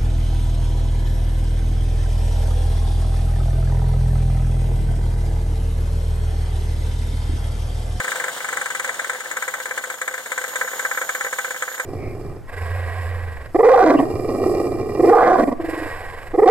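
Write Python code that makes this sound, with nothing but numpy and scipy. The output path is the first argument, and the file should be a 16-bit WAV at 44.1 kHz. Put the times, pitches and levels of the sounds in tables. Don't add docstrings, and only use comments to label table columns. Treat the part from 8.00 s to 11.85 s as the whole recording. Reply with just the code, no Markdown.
import sys
import numpy as np
from scipy import signal
from scipy.fft import rfft, irfft
from scipy.io import wavfile

SR = 44100
rng = np.random.default_rng(int(sys.argv[2]) if len(sys.argv) > 2 else 0)


def persist_wave(psi):
    counts = np.round(np.clip(psi, -1, 1) * 32767).astype(np.int16)
    wavfile.write(sys.argv[1], SR, np.atleast_2d(counts).T)


N = 169785
T = np.arange(N) / SR
RING_T = np.arange(6000) / SR

# t/s, relative ring level/dB, relative thump level/dB, relative click
# level/dB
KNOCKS = [(0.0, 1.2, 1.5, -1.5), (0.043, -2, 2.5, -3), (0.0784, 0.5, 0.5, -2), (0.1167, 0, 3, -2),
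          (0.1564, -2, 1, -2.5), (0.198, 0.5, 4.5, -3), (0.2393, 0.5, 2, 0.5), (0.2628, -13, -5, -20),
          (0.2805, -1, 4.5, -2), (0.3628, -14, -11, -31), (0.4034, -6.5, 1.5, -20), (0.444, -1, 0.5, -3.5),
          (0.4859, -1.5, -6, -0.5), (0.5272, -1.5, 2.5, -1), (0.5692, 2, 3, 0.5), (0.6128, 0.2, 6, -0.5),
          (0.6574, 0.5, 0, -1.5), (0.702, -1.5, 1, 0), (0.7484, -0.5, 2, 1), (0.7961, 0.3, 3.5, 1),
          (0.8444, 0.2, 1.5, 0), (0.8752, -10, 5, -4), (0.8915, 1, 6, -2), (0.9419, -9, -20, -4.5),
          (0.9931, 0, 2, 0), (1.0431, -3.5, -1, -4.5), (1.0952, 1.5, 4.5, 1.5), (1.1312, -8.5, 6, -6),
          (1.147, -7, -1, -23), (1.203, -6, -2, -4), (1.2565, -8.5, 1.5, -15), (1.3118, -1.5, 0.5, -1),
          (1.3677, 1, 2, 0.5), (1.423, 0.8, 3.5, -0.5), (1.4793, 1, 6.5, 0), (1.538, 0, -2, -1),
          (1.5999, -5, 2.5, -5.5), (1.6557, -3, 3, -3.5), (1.7092, -1.2, 5.5, -6.5), (1.776, 0.2, 4, -0.5),
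          (1.838, -3, 1.5, -3), (1.8718, -17, 3, -10), (1.8994, -2.5, -1.5, -2), (1.94, -12.5, -1.5, -6),
          (2.0143, -0.3, 4, 0.5), (2.0771, 1, 3, 0.5), (2.1101, -11, 3, -12), (2.1393, -3.5, 2, -3.5),
          (2.1776, -8, 0, -8), (2.1945, -14, 0, -25), (2.259, -7.5, -1, -6.5), (2.3172, 0.8, 4.5, 1.5),
          (2.377, 1.5, 5.5, 1), (2.4126, -6, 4.5, -4.5), (2.439, -1.7, 3, -3), (2.478, -13, 0.5, -5),
          (2.5567, 1, 6.5, 3), (2.6114, 4, 8.5, -4), (2.6457, -5.5, 7.5, -17), (2.675, -3.5, -13, -7),
          (2.7137, -13, -14, -12), (2.7318, -5, 3, -26), (2.7937, 1, 4.5, 0.5), (2.8302, -21, 2, -25),
          (2.849, 3.5, 7.5, -6), (2.912, 1.5, 3, -1), (2.9467, -7, -9, -16), (2.9735, 2, 5, -3),
          (3.0141, 2, 9, -2), (3.0907, 2, 6, 1), (3.1487, 1, 6.5, -1), (3.2085, 1.5, 3.5, -2),
          (3.2459, -1.7, 7.5, -4.5), (3.2646, -3.5, 8.5, -13), (3.327, 0.5, 7, -1), (3.3856, 3, 6, 0),
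          (3.4449, 0, 2.5, -6), (3.478, -11, 3, -22), (3.5061, -1, 4.5, -1.5), (3.5435, -8, -5, -18),
          (3.5611, -8, -2, -24), (3.6221, 2.5, 5.5, 2), (3.6777, -3.5, 2.5, -20),
          (3.7144, -11.5, -0.5, -23), (3.7408, -9.5, -4, -21), (3.7778, -10, -9, -6.5),
          (3.7971, 2, 6, -1.5)]
# t/s, relative level/dB
THUDS = [(1.112, -11), (1.739, 0), (2.042, -1), (2.343, -1), (2.493, -1), (2.594, -11), (2.879, -15),
         (3.044, -4), (3.179, 0.5), (3.358, -2)]
# f/Hz, relative left level/dB, relative right level/dB, 60 dB decay time/s
BLOCK_MODES = [(510.9, 17.5, 19, 0.1), (680.0, 15, 7.5, 0.31), (801.7, 15.5, 17.5, 0.18),
               (1016, 18, 16.5, 0.056), (1120, 11.5, 16, 0.28), (1237, 13, 18, 0.12),
               (1311.7, 21, 20.5, 0.058), (1415.0, 17.5, 16.5, 0.014), (1537, 26.5, 26.5, 0.13),
               (1581, 23, 22.5, 0.054), (1633, 22.5, 23, 0.02), (1774.6, 29.9, 30, 0.034),
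               (1773.2, 29, 30.0, 0.043), (1980, 24, 20.5, 0.075), (2084, 18.5, 5.5, 0.097),
               (2127, 13.5, 1.5, 0.041), (2290, 17, 19, 0.059), (2347, 20.5, 16.5, 0.1)]
# t/s, left minus right level/dB
BLOCK_PAN = [(2.3, 1), (3.6, -2)]
THUMP_BELOW_HZ, RADIATES_BELOW_HZ = 700, 2400
RING_DB, THUMP_DB, MODE_SPREAD_DB = 1, -1.5, 0.71
DISPERSION = 0.099
RING_LEAD_S = 0.001222
ECHO_GAIN, ECHO_S = -0.25, 0.004803

# f/Hz, relative level/dB
CLATTER = [(250, -33), (900, -13), (1600, 1.5), (2200, 0.5), (2600, -26)]
CLATTER_DB, CLATTER_RISE_S, CLATTER_T60_S = -25.5, 0.00234, 0.072
# f/Hz, relative level/dB
CLICK = [(2500, -16.5), (3700, 1.5), (4900, -28.5), (6200, -3), (7200, 6.5), (8200, 1), (9000, -7),
         (10300, -18.5), (15500, -21.5)]
CLICK_DB, CLICK_RISE_S, CLICK_T60_S = -27, 0.0015, 0.065
CLICK_PAN_DB = 2
# f/Hz, relative level/dB
PING = [(8113, -4), (8887, -14.5)]
PING_T60_S = 0.066
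RATTLE_PER_S, RATTLE_DB, RATTLE_SPREAD_DB = 110, -21, 1

# f/Hz, relative level/dB (per Hz)
CHURN = [(55, -44), (90, -22.5), (140, -10), (200, -14), (300, -9), (420, -4.5), (520, 3.5), (620, -1.5),
         (1000, 0.5), (1550, -1), (2150, 1), (2550, -40)]
# t/s, level/dB
CHURN_LEVEL = [(0, -34.5), (.9, -38.5), (1.5, -39), (2.25, -43), (2.6, -38.5), (3.85, -42.5)]
# f/Hz, relative level/dB (per Hz)
HISS = [(1500, -25), (2650, 1), (3600, 3), (4800, -4.5), (5800, -3.5), (7000, -1), (8700, 3),
        (10000, -10.5), (12000, -4.5), (13800, -12.5), (15500, -5.5)]
# t/s, level/dB
HISS_LEVEL = [(0, -32), (.4, -35.5), (1.2, -38), (2.1, -42), (2.6, -38.5), (3.3, -39.5), (3.85, -41)]
HISS_FLUTTER_DB, CHURN_FLUTTER_DB = 2, 3
TICKS_PER_S, TICKS_DB, TICKS_SPREAD_DB = 44, -39.5, 0.5
TICK_RISE_S, TICK_T60_S = 0.0015, 0.04

# f/Hz, width/Hz, left level/dB, right level/dB (before the level curve)
SIZZLES = [(5400, 230, -76, -49.5), (6874, 450, -37, -38.5), (8730, 650, -46, -49)]
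# t/s, relative level/dB
SIZZLE_LEVEL = [(0, -5.5), (2.25, -6), (2.65, 1), (3.2, 0.5), (3.85, -3)]
# f/Hz, width/Hz, left level/dB, right level/dB (before the level curve)
WHISTLE = [(12100, 560, -52, -41.5), (12150, 16, -53.5, -45.5)]
# t/s, relative level/dB
WHISTLE_LEVEL = [(1.1, -21), (1.33, -6), (2.3, -4), (2.75, 2.5), (3.5, -2)]

# t/s, speed/(turns per s)
SPEED = [(0, 24.5), (.41, 19.6), (.67, 19.3), (1.03, 18.5), (1.5, 15.1), (2, 14.3), (3.85, 14.4)]
# multiple of the speed, rms level/dB at the starting speed
ORDERS = [(6, -66.5), (8, -59), (12, -65), (18, -69)]
HUM_SPEED_POWER, DRONE_HZ, DRONE_DB = 2.9, 239, -67.5

# f/Hz, phase/rad
LEAD = [(500, 0.3), (1450, 0.18), (1750, 1.23), (2000, 2.67), (2600, 3.07), (3100, 0.68), (4200, 0.3),
        (5700, 1.45)]
# f/Hz, coefficient (0-1)
ALIKE = [(150, 0.03), (450, 0.81), (1300, 0.95), (2000, 0.49), (2650, 0.89), (3600, 0.34), (8000, 0.13)]
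OVERLOAD_DB = -3
EDGE_HZ = 15850


def amp(db):
    return 10 ** (np.asarray(db) / 20)


def unit(x):
    return x / np.sqrt(np.mean(x ** 2) + 1e-20)


def read(points, hz):
    f, value = np.transpose(points)
    return np.interp(np.log(hz + 1), np.log(f + 1), value)


def level(points):
    return amp(np.interp(T, *np.transpose(points)))


def add(mix, s, sound):
    start = max(round(s * SR), 0)
    part = mix[:, start:][:, :sound.shape[1]]
    part += sound[:, :part.shape[1]]


def noise(spectrum, size):
    hz = np.fft.rfftfreq(size, 1 / SR)
    left, other = rfft(rng.standard_normal((2, size)))
    alike = np.clip(read(ALIKE, hz), -1, 1)
    right = alike * left + np.sqrt(1 - alike ** 2) * other
    return unit(irfft(np.array([left, right]) * amp(read(spectrum, hz)), size))


def flutter(depth_db, rate_hz):
    hz = np.fft.rfftfreq(N, 1 / SR)
    slow = irfft(rfft(rng.standard_normal(N)) / (1 + (hz / rate_hz) ** 2), N)
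    return amp(depth_db * unit(slow))


def burst(rise_s, t60):
    rise = np.minimum(RING_T / rise_s, 1) ** 2
    return rise * amp(-60 * np.maximum(RING_T - rise_s, 0) / t60)


def hum():
    speed = np.interp(T, *np.transpose(SPEED))
    turns = np.cumsum(speed) / SR
    orders = sum(amp(db) * np.sin(2 * np.pi * (k * turns + rng.random())) for k, db in ORDERS)
    orders = orders * (speed / speed[0]) ** HUM_SPEED_POWER
    drone = amp(DRONE_DB) * np.sin(2 * np.pi * DRONE_HZ * T)
    return np.sqrt(2) * (orders + drone)


def churn():
    return noise(CHURN, N) * level(CHURN_LEVEL) * flutter(CHURN_FLUTTER_DB, rate_hz=72)


def hiss():
    return noise(HISS, N) * level(HISS_LEVEL) * flutter(HISS_FLUTTER_DB, rate_hz=35)


def ticks():
    out, count = np.zeros((2, N)), int(TICKS_PER_S * N / SR)
    times = rng.uniform(0, N / SR, count)
    levels = TICKS_DB + TICKS_SPREAD_DB * rng.standard_normal(count)
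    for s, db in zip(times, levels):
        add(out, s, amp(db) * noise(HISS, len(RING_T)) * burst(TICK_RISE_S, TICK_T60_S))
    return out


def sizzle(bands, curve):
    hz, out = np.fft.rfftfreq(N, 1 / SR), np.zeros((2, N))
    for centre, width, left_db, right_db in bands:
        resonance = 1 / (1 + (2 * (hz - centre) / width) ** 2)
        band = irfft(rfft(rng.standard_normal((2, N))) * resonance, N)
        out += unit(band) * amp([[left_db], [right_db]])
    return out * level(curve)


def block_modes(radiates_above_hz=290):
    rings = []
    for k, (hz, left_db, right_db, t60) in enumerate(BLOCK_MODES):
        height = 2 * np.log(1000) / (t60 * SR) * amp([[left_db], [right_db]])
        lag = np.pi * k - DISPERSION * (k - len(BLOCK_MODES) / 2) ** 2
        rings.append(height * np.sin(2 * np.pi * hz * RING_T - lag) * amp(-60 * RING_T / t60))
    low_pass = signal.butter(8, RADIATES_BELOW_HZ, fs=SR, output="sos")
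    high_pass = signal.butter(2, radiates_above_hz, "high", fs=SR, output="sos")
    rings = signal.sosfilt(low_pass, np.array(rings))
    echo = np.array([np.interp(RING_T - ECHO_S, RING_T, left) for left in rings[:, 0]])
    rings[:, 0] += ECHO_GAIN * echo
    return signal.sosfilt(high_pass, rings)


def strike(modes, ring_db, thump_db):
    low = np.array(BLOCK_MODES)[:, 0] < THUMP_BELOW_HZ
    db = np.where(low, THUMP_DB + thump_db, RING_DB + ring_db)
    db = db + MODE_SPREAD_DB * rng.standard_normal(len(low))
    return np.tensordot(amp(db), modes, 1)


def rattle(modes):
    out, count = np.zeros((2, N)), int(RATTLE_PER_S * N / SR)
    times = rng.uniform(0, N / SR, count)
    levels = RATTLE_DB + RATTLE_SPREAD_DB * rng.standard_normal(count)
    for s, db in zip(times, levels):
        add(out, s, strike(modes, db, db))
    return out


def thuds(modes, ring_db=-15, thump_db=-3):
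    out = np.zeros((2, N))
    for s, db in THUDS:
        add(out, s, strike(modes, db + ring_db, db + thump_db))
    return out


def knocks(modes):
    out, size = np.zeros((2, N)), len(RING_T)
    usual_click = noise(CLICK, size)
    ping = sum(amp(db) * np.sin(2 * np.pi * hz * RING_T) for hz, db in PING)
    ping = ping * burst(CLICK_RISE_S, PING_T60_S)
    for s, ring_db, thump_db, click_db in KNOCKS:
        clatter = noise(CLATTER, size) * burst(CLATTER_RISE_S, CLATTER_T60_S)
        click = unit(usual_click + noise(CLICK, size)) * burst(CLICK_RISE_S, CLICK_T60_S)
        click = (click + ping) * amp([[CLICK_PAN_DB], [-CLICK_PAN_DB]])
        add(out, s - RING_LEAD_S, strike(modes, ring_db, thump_db))
        add(out, s, amp(CLATTER_DB + ring_db) * clatter + amp(CLICK_DB + click_db) * click)
    return out


def scene():
    treble = hiss() + ticks() + sizzle(SIZZLES, SIZZLE_LEVEL) + sizzle(WHISTLE, WHISTLE_LEVEL)
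    modes = block_modes()
    pan = np.sqrt(level(BLOCK_PAN))
    block = (rattle(modes) + thuds(modes) + knocks(modes)) * np.array([pan, 1 / pan])
    return hum() + churn() + treble + block


def record(dry, low_cut_hz=85):
    lag = read(LEAD, np.fft.rfftfreq(N, 1 / SR))
    right = irfft(rfft(dry[1]) * np.exp(-1j * lag), N)
    low_cut = signal.butter(2, low_cut_hz, "high", fs=SR, output="sos")
    heard = signal.sosfilt(low_cut, np.array([dry[0], right]))
    heard = amp(OVERLOAD_DB) * np.tanh(heard / amp(OVERLOAD_DB))
    band_limit = signal.firwin(1023, EDGE_HZ, window=("kaiser", 9), fs=SR)
    return signal.oaconvolve(heard, band_limit[None], "same")


dry = scene()
out = record(dry)
persist_wave(out)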